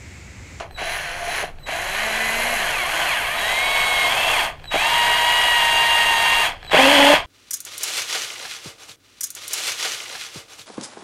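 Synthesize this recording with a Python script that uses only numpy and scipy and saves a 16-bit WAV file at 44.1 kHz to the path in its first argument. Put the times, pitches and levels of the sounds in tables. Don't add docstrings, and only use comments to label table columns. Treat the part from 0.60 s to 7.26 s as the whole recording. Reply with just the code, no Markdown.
import sys
import numpy as np
from scipy import signal
from scipy.fft import rfft, irfft, next_fast_len
from scipy.io import wavfile

SR = 44100
rng = np.random.default_rng(int(sys.argv[2]) if len(sys.argv) > 2 else 0)


def store_pcm(level_fs):
    pcm = np.round(np.clip(level_fs, -1, 1) * 32767).astype(np.int16)
    wavfile.write(sys.argv[1], SR, np.atleast_2d(pcm).T)


N = 293706
CYCLES_PER_TURN = 4.5

# start_s, stop_s, gearbox_db, bench_db, hiss_db, top_hiss_db
SPURTS = [(-.5, -0.022, -23.5, -17.5, -30.5, -50), (.169, .82, -23, -27, -36, -40),
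          (1.058, 3.849, -23, -26.5, -36, -38), (4.104, 5.862, -23, -29, -35.5, -39),
          (6.105, 6.54, -21, -28, -35, -39.5)]
# time_s, gear_rate_hz
SPEED = [(.35, 942), (.5, 740), (.76, 1000), (1.1, 760), (1.3, 860), (1.45, 975), (1.73, 1012),
         (1.92, 1095), (2.11, 730), (2.18, 585), (2.25, 522), (2.38, 800), (2.45, 740), (2.57, 430),
         (2.66, 262), (2.76, 317), (2.82, 895), (2.89, 1000), (3.05, 1108), (3.32, 1093), (3.48, 1066),
         (3.58, 1310), (3.72, 1375), (3.84, 640), (4.15, 940), (4.88, 962), (5.04, 935), (5.45, 935),
         (5.57, 921), (5.83, 932), (5.865, 750), (6.17, 660), (6.2, 890), (6.32, 1005), (6.42, 1005),
         (6.54, 880)]
# time_s, effort_db
EFFORT = [(.3, -6.5), (.58, -9), (.75, -4), (1.2, -5), (1.55, -3), (1.95, -2), (2.2, -4), (2.4, -2.5),
          (2.75, -4), (3.2, -.5), (3.6, 0), (3.85, 1), (4.2, 1), (5.4, 1), (6.0, 2), (6.15, 6), (6.55, 5.5)]


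def gear_whine(rate_hz, cycles, flutter_db, wobble):
    # time_s, even_db, odd_db, roughness
    mesh = [(.35, -39, -53, .4), (.6, -48, -52, .4), (1.15, -44, -50, .3), (1.62, -30, -46, .3),
            (2.0, -36.5, -43, .35), (2.22, -30.5, -48, .25), (2.33, -40, -44, .3), (2.53, -28, -45, .25),
            (2.66, -37, -54, .25), (2.76, -31, -50, .25), (2.8, -43, -49, .3), (2.84, -26.5, -36, .12),
            (3.46, -23.5, -31, .1), (3.53, -32, -42, .2), (3.7, -25.5, -43, .25), (3.79, -28, -30, .3),
            (3.86, -41, -35, .4), (4.17, -34, -27, .2), (4.4, -27, -23.5, .12), (5.83, -25, -22, .12),
            (5.89, -35, -37, .4), (6.18, -41, -19, .15), (6.29, -38, -20, .15), (6.5, -35, -27, .3)]
    # freq_hz, gain_db
    casing = [(300, -32), (620, -13), (900, -3), (960, -.5), (1080, -3), (1350, -9), (1500, -2),
              (1870, -.5), (2200, 1.5), (2800, 0), (3300, -7), (3750, -21), (4700, -21), (5600, -30),
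              (6600, -24), (7500, -29), (8500, -21), (10000, -26), (13000, -29), (15500, -48)]
    phase = 2 * np.pi * cycles
    even_db, odd_db, uneven = in_time(mesh)
    fundamental_gain = from_db(-2.4 * np.maximum(in_time(EFFORT)[0] - 3, 0))
    out = np.zeros(N)
    for k in range(1, 15):
        rough = np.clip(uneven + .06 * max(k - 4, 0) * k * rate_hz / 5000, 0, .95)
        smear = (drift(70) * np.sin(k * phase) + drift(70) * np.cos(k * phase)) / np.sqrt(2)
        tone = np.sqrt(1 - rough ** 2) * np.sin(k * phase) + rough * smear
        level_db = (odd_db if k % 2 else even_db) + flutter_db * drift(8.4)
        gain = from_db(level_db) * gain_at(casing, k * rate_hz)
        out += gain * tone * (fundamental_gain if k == 1 else 1)
    out *= running(rise_s=.04, fall_power=3)
    return np.sqrt(2) * out * (1 + wobble * np.sin(phase / CYCLES_PER_TURN))


def gear_rattle(turns, loaded, bench_flicker_db, gearbox_flicker_db):
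    # freq_hz, level_db
    gearbox_free = [(800, -7), (1200, -5.5), (1350, -13), (1480, 0.5), (1700, 0.5), (2100, 0), (2700, -3),
                    (3200, -5.5), (3600, -14.5), (3800, -15), (4100, -6.5), (4600, -17), (5500, -24.5)]
    gearbox_loaded = [(750, -11), (900, -2), (1040, 2.5), (1130, -11.5), (1230, 0), (1350, -11.5),
                      (1480, -1.5), (1720, -0.5), (2100, 1), (2400, -1.5), (2650, -1), (3000, -2.5),
                      (3250, 4), (3480, -3), (3620, -13), (4300, -10.5), (5500, -19)]
    bench_free = [(100, -23), (250, -20.5), (450, -12.5), (560, -10), (630, -3), (700, 0.5), (770, -7),
                  (860, -9.5), (1050, -10.5), (1350, -14), (1600, -24)]
    bench_loaded = [(100, -20), (250, -21), (400, -16), (550, -11.5), (630, -4), (700, -0.5), (810, -3.5),
                    (900, -6), (1030, -6), (1230, -9.5), (1350, -23.5), (1600, -12)]
    gearbox_db, bench_db, _, _ = spurt_levels()

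    def body(x, free, pressed):
        return np.sqrt(1 - loaded) * colour(x, free) + np.sqrt(loaded) * colour(x, pressed)

    bench = body(contacts(turns, repeat=.24, grain_db=1.5, throb=.25), bench_free, bench_loaded)
    bench *= drive(effort_power=1.25, db_per_octave=3, rise_s=.024, fall_power=1.7, rest_db=-41.5)
    gearbox = body(contacts(turns, repeat=.22, grain_db=2, throb=.097), gearbox_free, gearbox_loaded)
    gearbox *= drive(effort_power=1.08, db_per_octave=1.9, rise_s=.025, fall_power=3, rest_db=-27.5)
    return (from_db(bench_db + bench_flicker_db * drift(15)) * bench
            + from_db(gearbox_db + gearbox_flicker_db * drift(6.8)) * gearbox)


def shaft_rub(turns, loaded):
    # freq_hz, level_db
    sleeve_first = [(2530, -28), (4300, 0), (5110, -5), (5510, 3), (6440, 4), (8610, -10.5), (9440, -2.5),
                    (10500, -2), (11300, -13), (12000, -16), (14300, -15), (14800, -20), (15600, -30)]
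    sleeve_second = [(2530, -49), (4300, -9), (5250, -6.5), (6690, 2), (7570, -5.5), (8340, -4),
                     (9040, -13), (9690, -5), (10900, -4.5), (12100, -7), (13000, -20), (14400, -25),
                     (15600, -32)]
    sleeve_loaded = [(2530, 1), (4300, -0.5), (4740, 1), (5050, -17), (5300, -4.5), (6130, -1.5),
                     (6650, 1.5), (7860, -5), (8520, -2), (9390, -11.5), (11100, -17), (12600, -16),
                     (13400, -18.5), (14400, -29), (15600, -36)]
    # start_s, stop_s, level_db
    brushes = [(0.317, 0.377, -48), (0.752, 0.804, -47.5), (1.7, 1.96, -46)]
    _, _, hiss_gain, top_gain = from_db(spurt_levels())
    hiss_gain *= drive(effort_power=1, db_per_octave=3, rise_s=.03, fall_power=3.5, rest_db=-31)
    top_gain *= drive(effort_power=1, db_per_octave=.5, rise_s=.057, fall_power=4, rest_db=-40)
    top_gain += sum(from_db(db) * swell(start, stop, 160, 250) for start, stop, db in brushes)
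    rubbing = contacts(turns, repeat=.2, grain_db=1.5, throb=.063)
    first = np.arange(N) < SR
    shares = (sleeve_first, first), (sleeve_second, ~first * (1 - loaded)), (sleeve_loaded, loaded)
    lowpass = signal.butter(6, 9150, fs=SR, output="sos")
    out = np.zeros(N)
    for sleeve, share in shares:
        hiss = colour(rubbing, sleeve)
        low = signal.sosfiltfilt(lowpass, hiss)
        out += np.sqrt(share) * (hiss_gain * rms_one(low) + top_gain * rms_one(hiss - low))
    return out * (1 + .077 * np.sin(2 * np.pi * turns * .29))


def speed_controller(rate_hz, jitter_hz):
    # on_s, off_s, switching_hz, level_db
    chopping = [(0.15, 0.332, 3960, -42), (0.692, .76, 3970, -41), (1.036, 2.0, 3948, -44),
                (2.774, 3.47, 3872, -34.5), (4.08, 5.863, 3893, -35.5), (6.078, 6.165, 3930, -38)]
    # after_start_s, bend_hz
    inrush = [(-.07, 0), (-.04, 130), (0, -70), (.08, 0)]
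    # multiple, max_db
    pulse_orders = [(2, -59), (3, -65)]
    hz, = in_time([(s, pitch) for on, off, pitch, _ in chopping for s in (on, off)])
    hz += sum(in_time([(start + s, bend) for s, bend in inrush])[0] for start, *_ in SPURTS)
    gain = np.zeros(N)
    for on, off, _, db in chopping:
        lead_in = from_db(-15) * swell(on - .04, off, 3000, 600)
        gain += from_db(db) * np.maximum(swell(on, off, 1800, 600), lead_in)
    near_rest = np.clip((600 - rate_hz) / 400, 0, 1)
    hz += jitter_hz * (1 + 4 * near_rest) * drift(60)
    phase = 2 * np.pi * np.cumsum(hz) / SR
    overtones = sum(np.minimum(gain * from_db(-7), from_db(max_db)) * np.sin(k * phase)
                    for k, max_db in pulse_orders)
    return np.sqrt(2) * (gain * np.sin(phase) + near_rest * overtones)


def motor_hum(turns, flutter_db):
    # cycles_per_turn, level_db
    orders = [(2, -50.5), (3, -41.5), (7, -40.5), (8, -40.5), (10, -43.5), (11, -43), (12, -43), (13, -53)]
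    start_s, stop_s, hum_db, tone_floor_db = 1.52, 1.94, -42.5, -7.5
    hum = from_db(hum_db) * swell(start_s, stop_s, 45, 83) * np.sin(2 * np.pi * turns)
    tones = sum(from_db(db + flutter_db * drift(5.8)) * np.sin(2 * np.pi * k * turns)
                for k, db in orders)
    tone_gain = np.maximum(swell(start_s, stop_s, 15, 34), from_db(tone_floor_db))
    return np.sqrt(2) * (hum + tone_gain * running(rise_s=.08, fall_power=4.3) * tones)


def screw_judder(jitter, rough_db):
    # time_s, slip_hz
    slips = [(6.19, 264), (6.28, 275), (6.33, 295), (6.38, 277), (6.44, 281), (6.52, 296)]
    # multiple, level_db
    orders = [(1, 1), (2, 4.5), (3, -2), (4, -23), (5, -17), (6, -17)]
    start_s, stop_s, middle_db, growth_db_per_s = 6.19, 6.53, -23, 6
    from_middle_s = np.arange(N) / SR - (start_s + stop_s) / 2
    gain = from_db(middle_db + growth_db_per_s * from_middle_s) * swell(start_s, stop_s, 800, 520)
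    slip_hz = in_time(slips)[0] * (1 + jitter * drift(56))
    phase = 2 * np.pi * np.cumsum(slip_hz) / SR
    groan = sum(from_db(db + rough_db * min(k, 3) * drift(45)) * np.sin(k * phase) for k, db in orders)
    return np.sqrt(2) * gain * groan


def bit_knocks():
    # start_s, level_db
    jumps = [(.003, -36), (.216, -20.5), (.226, -30), (.674, -27), (.826, -22), (.831, -29), (.838, -15.5),
             (1.088, -22), (4.141, -11), (4.155, -7.5), (6.132, -6), (6.143, -2.5), (6.168, -7), (6.2, -16),
             (6.272, -25), (6.283, -25), (6.535, -5)]
    # pitch_hz, level_db, t60_s
    modes = [(166.5, -19.5, 0.15), (305, -9, 0.04), (421, -2, 0.021), (618, 0, 0.076), (672, -6, 0.039),
             (790, 1.5, 0.033), (1100, -44, 0.015), (1340, -6, 0.011), (2510, 2, 0.0036), (2940, -26, .01)]
    return strike(jumps, modes)


def tip_grind():
    # start_s, stop_s, level_db
    grinds = [(-.02, -0.01, -33), (0.218, 0.302, -31), (0.615, 0.7, -31.5), (1.097, 1.147, -29.5)]
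    # freq_hz, level_db
    ring = [(560, -29), (640, -6), (695, 5), (740, -4), (850, -30)]
    gain = sum(from_db(db) * swell(start, stop, 600, 352) for start, stop, db in grinds)
    return gain, ring


def trigger_ticks():
    # start_s, level_db
    ticks = [(.110, -28), (.131, -38), (.163, -32), (.986, -29), (3.998, -31), (4.042, -25), (4.056, -25),
             (6.029, -22), (6.048, -22), (6.066, -24), (6.097, -21)]
    # pitch_hz, level_db, t60_s
    modes = [(740, -4.5, 0.029), (1680, -3.5, .015), (2500, -5, 0.011), (3200, -7, 0.0066),
             (4260, -6, 0.0066), (6800, -23, .005), (10000, -21, .004)]
    return strike(ticks, modes)


def outdoor_air(level_db):
    # freq_hz, level_db
    spectrum = [(15, 8), (30, 0.5), (60, -7.5), (80, -4.5), (100, -8), (125, -16.5), (150, -6), (180, -22),
                (400, -19.5), (700, -20.5), (1500, -30), (4000, -42), (15000, -53)]
    return from_db(level_db) * colour(rng.standard_normal(N), spectrum)


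def contacts(turns, repeat, grain_db, throb):
    orders = np.arange(2049)
    pattern = irfft(np.exp(2j * np.pi * rng.random(len(orders))) * (orders > 0) * (orders < 40))
    regular = rms_one(np.interp(turns % 1, np.linspace(0, 1, len(pattern)), pattern))
    loose = rms_one(rng.standard_normal(N) * from_db(grain_db * drift(240)))
    return repeat * regular + loose * (1 + throb * np.sin(2 * np.pi * turns))


def strike(hits, modes):
    start_s, hit_db = np.transpose(hits)
    out = np.zeros(N)
    for k, (hz, mode_db, t60_s) in enumerate(modes):
        spread_db = 2 * rng.standard_normal(len(hits))
        clicks = np.full(N, 1e-18)
        clicks[(start_s * SR).astype(int)] = from_db(hit_db + mode_db + spread_db)
        r, w = from_db(-60 / (t60_s * SR)), 2 * np.pi * hz / SR
        out += (-1) ** k * signal.lfilter([0, np.sin(w)], [1, -2 * r * np.cos(w), r * r], clicks)
    return out


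def drive(effort_power, db_per_octave, rise_s, fall_power, rest_db):
    effort_db, = in_time(EFFORT)
    octaves = np.log2(in_time(SPEED)[0] / 950)
    gain = from_db(effort_power * effort_db + db_per_octave * octaves)
    return gain * (running(rise_s, fall_power) + from_db(rest_db))


def running(rise_s, fall_power, coast_s=.14):
    t = np.arange(N) / SR
    return sum((1 - np.exp(-np.maximum(t - start, 0) / rise_s))
               * np.clip(1 - (t - stop) / coast_s, 0, 1) ** fall_power for start, stop, *_ in SPURTS)


def spurt_levels():
    return in_time([(s, *levels) for start, stop, *levels in SPURTS for s in (start, stop)])


def swell(start_s, stop_s, rise_db_per_s, fall_db_per_s):
    t = np.arange(N) / SR
    return from_db(-rise_db_per_s * np.maximum(start_s - t, 0)
                   - fall_db_per_s * np.maximum(t - stop_s, 0))


def drift(corner_hz):
    step = 40
    r = np.exp(-2 * np.pi * corner_hz * step / SR)
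    slow = signal.lfilter([1], [1, -2 * r, r * r], rng.standard_normal(N // step + 2002))[2000:]
    return np.interp(np.arange(N) / step, np.arange(len(slow)), rms_one(slow))


def colour(x, spectrum):
    size = next_fast_len(N)
    hz = np.arange(size // 2 + 1) * SR / size
    return rms_one(irfft(rfft(x, size) * gain_at(spectrum, hz), size)[:N])


def gain_at(spectrum, hz):
    freq_hz, db = np.transpose(spectrum)
    knots, octave = np.log2(freq_hz), np.log2(np.maximum(hz, 1))
    beyond = np.abs(octave - np.clip(octave, knots[0], knots[-1]))
    return from_db(np.interp(octave, knots, db) - 60 * beyond)


def in_time(rows):
    time_s, *columns = np.transpose(rows)
    return [np.interp(np.arange(N) / SR, time_s, column) for column in columns]


def from_db(db):
    return 10 ** (np.asarray(db) / 20)


def rms_one(x):
    return x / np.sqrt(np.mean(x ** 2) + 1e-20)


def scene():
    rate_hz = in_time(SPEED)[0] * running(rise_s=.044, fall_power=1) * (1 + .001009 * drift(20.3))
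    cycles = np.cumsum(rate_hz) / SR
    turns = cycles / CYCLES_PER_TURN
    loaded, = in_time([(2, .005), (3, 1)])
    drill = gear_whine(rate_hz, cycles, flutter_db=2, wobble=.021)
    drill += speed_controller(rate_hz, jitter_hz=3.75)
    drill += motor_hum(turns, flutter_db=2.5)
    drill += gear_rattle(turns, loaded, bench_flicker_db=.5, gearbox_flicker_db=.64)
    drill += shaft_rub(turns, loaded)
    impacts = from_db(-5) * (bit_knocks() + trigger_ticks())
    grind_gain, bench_ring = tip_grind()
    grind = grind_gain * colour(contacts(turns, repeat=.11, grain_db=2, throb=.16), bench_ring)
    air = outdoor_air(level_db=-40.5)
    return (drill + screw_judder(jitter=.0153, rough_db=1.74) + grind + impacts + air)[None]


def record(dry):
    rounded = dry / (1 + dry ** 6) ** (1 / 6)
    return signal.sosfilt(signal.ellip(10, .1, 90, 15700, fs=SR, output="sos"), rounded)


dry = scene()
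out = record(dry)
store_pcm(out)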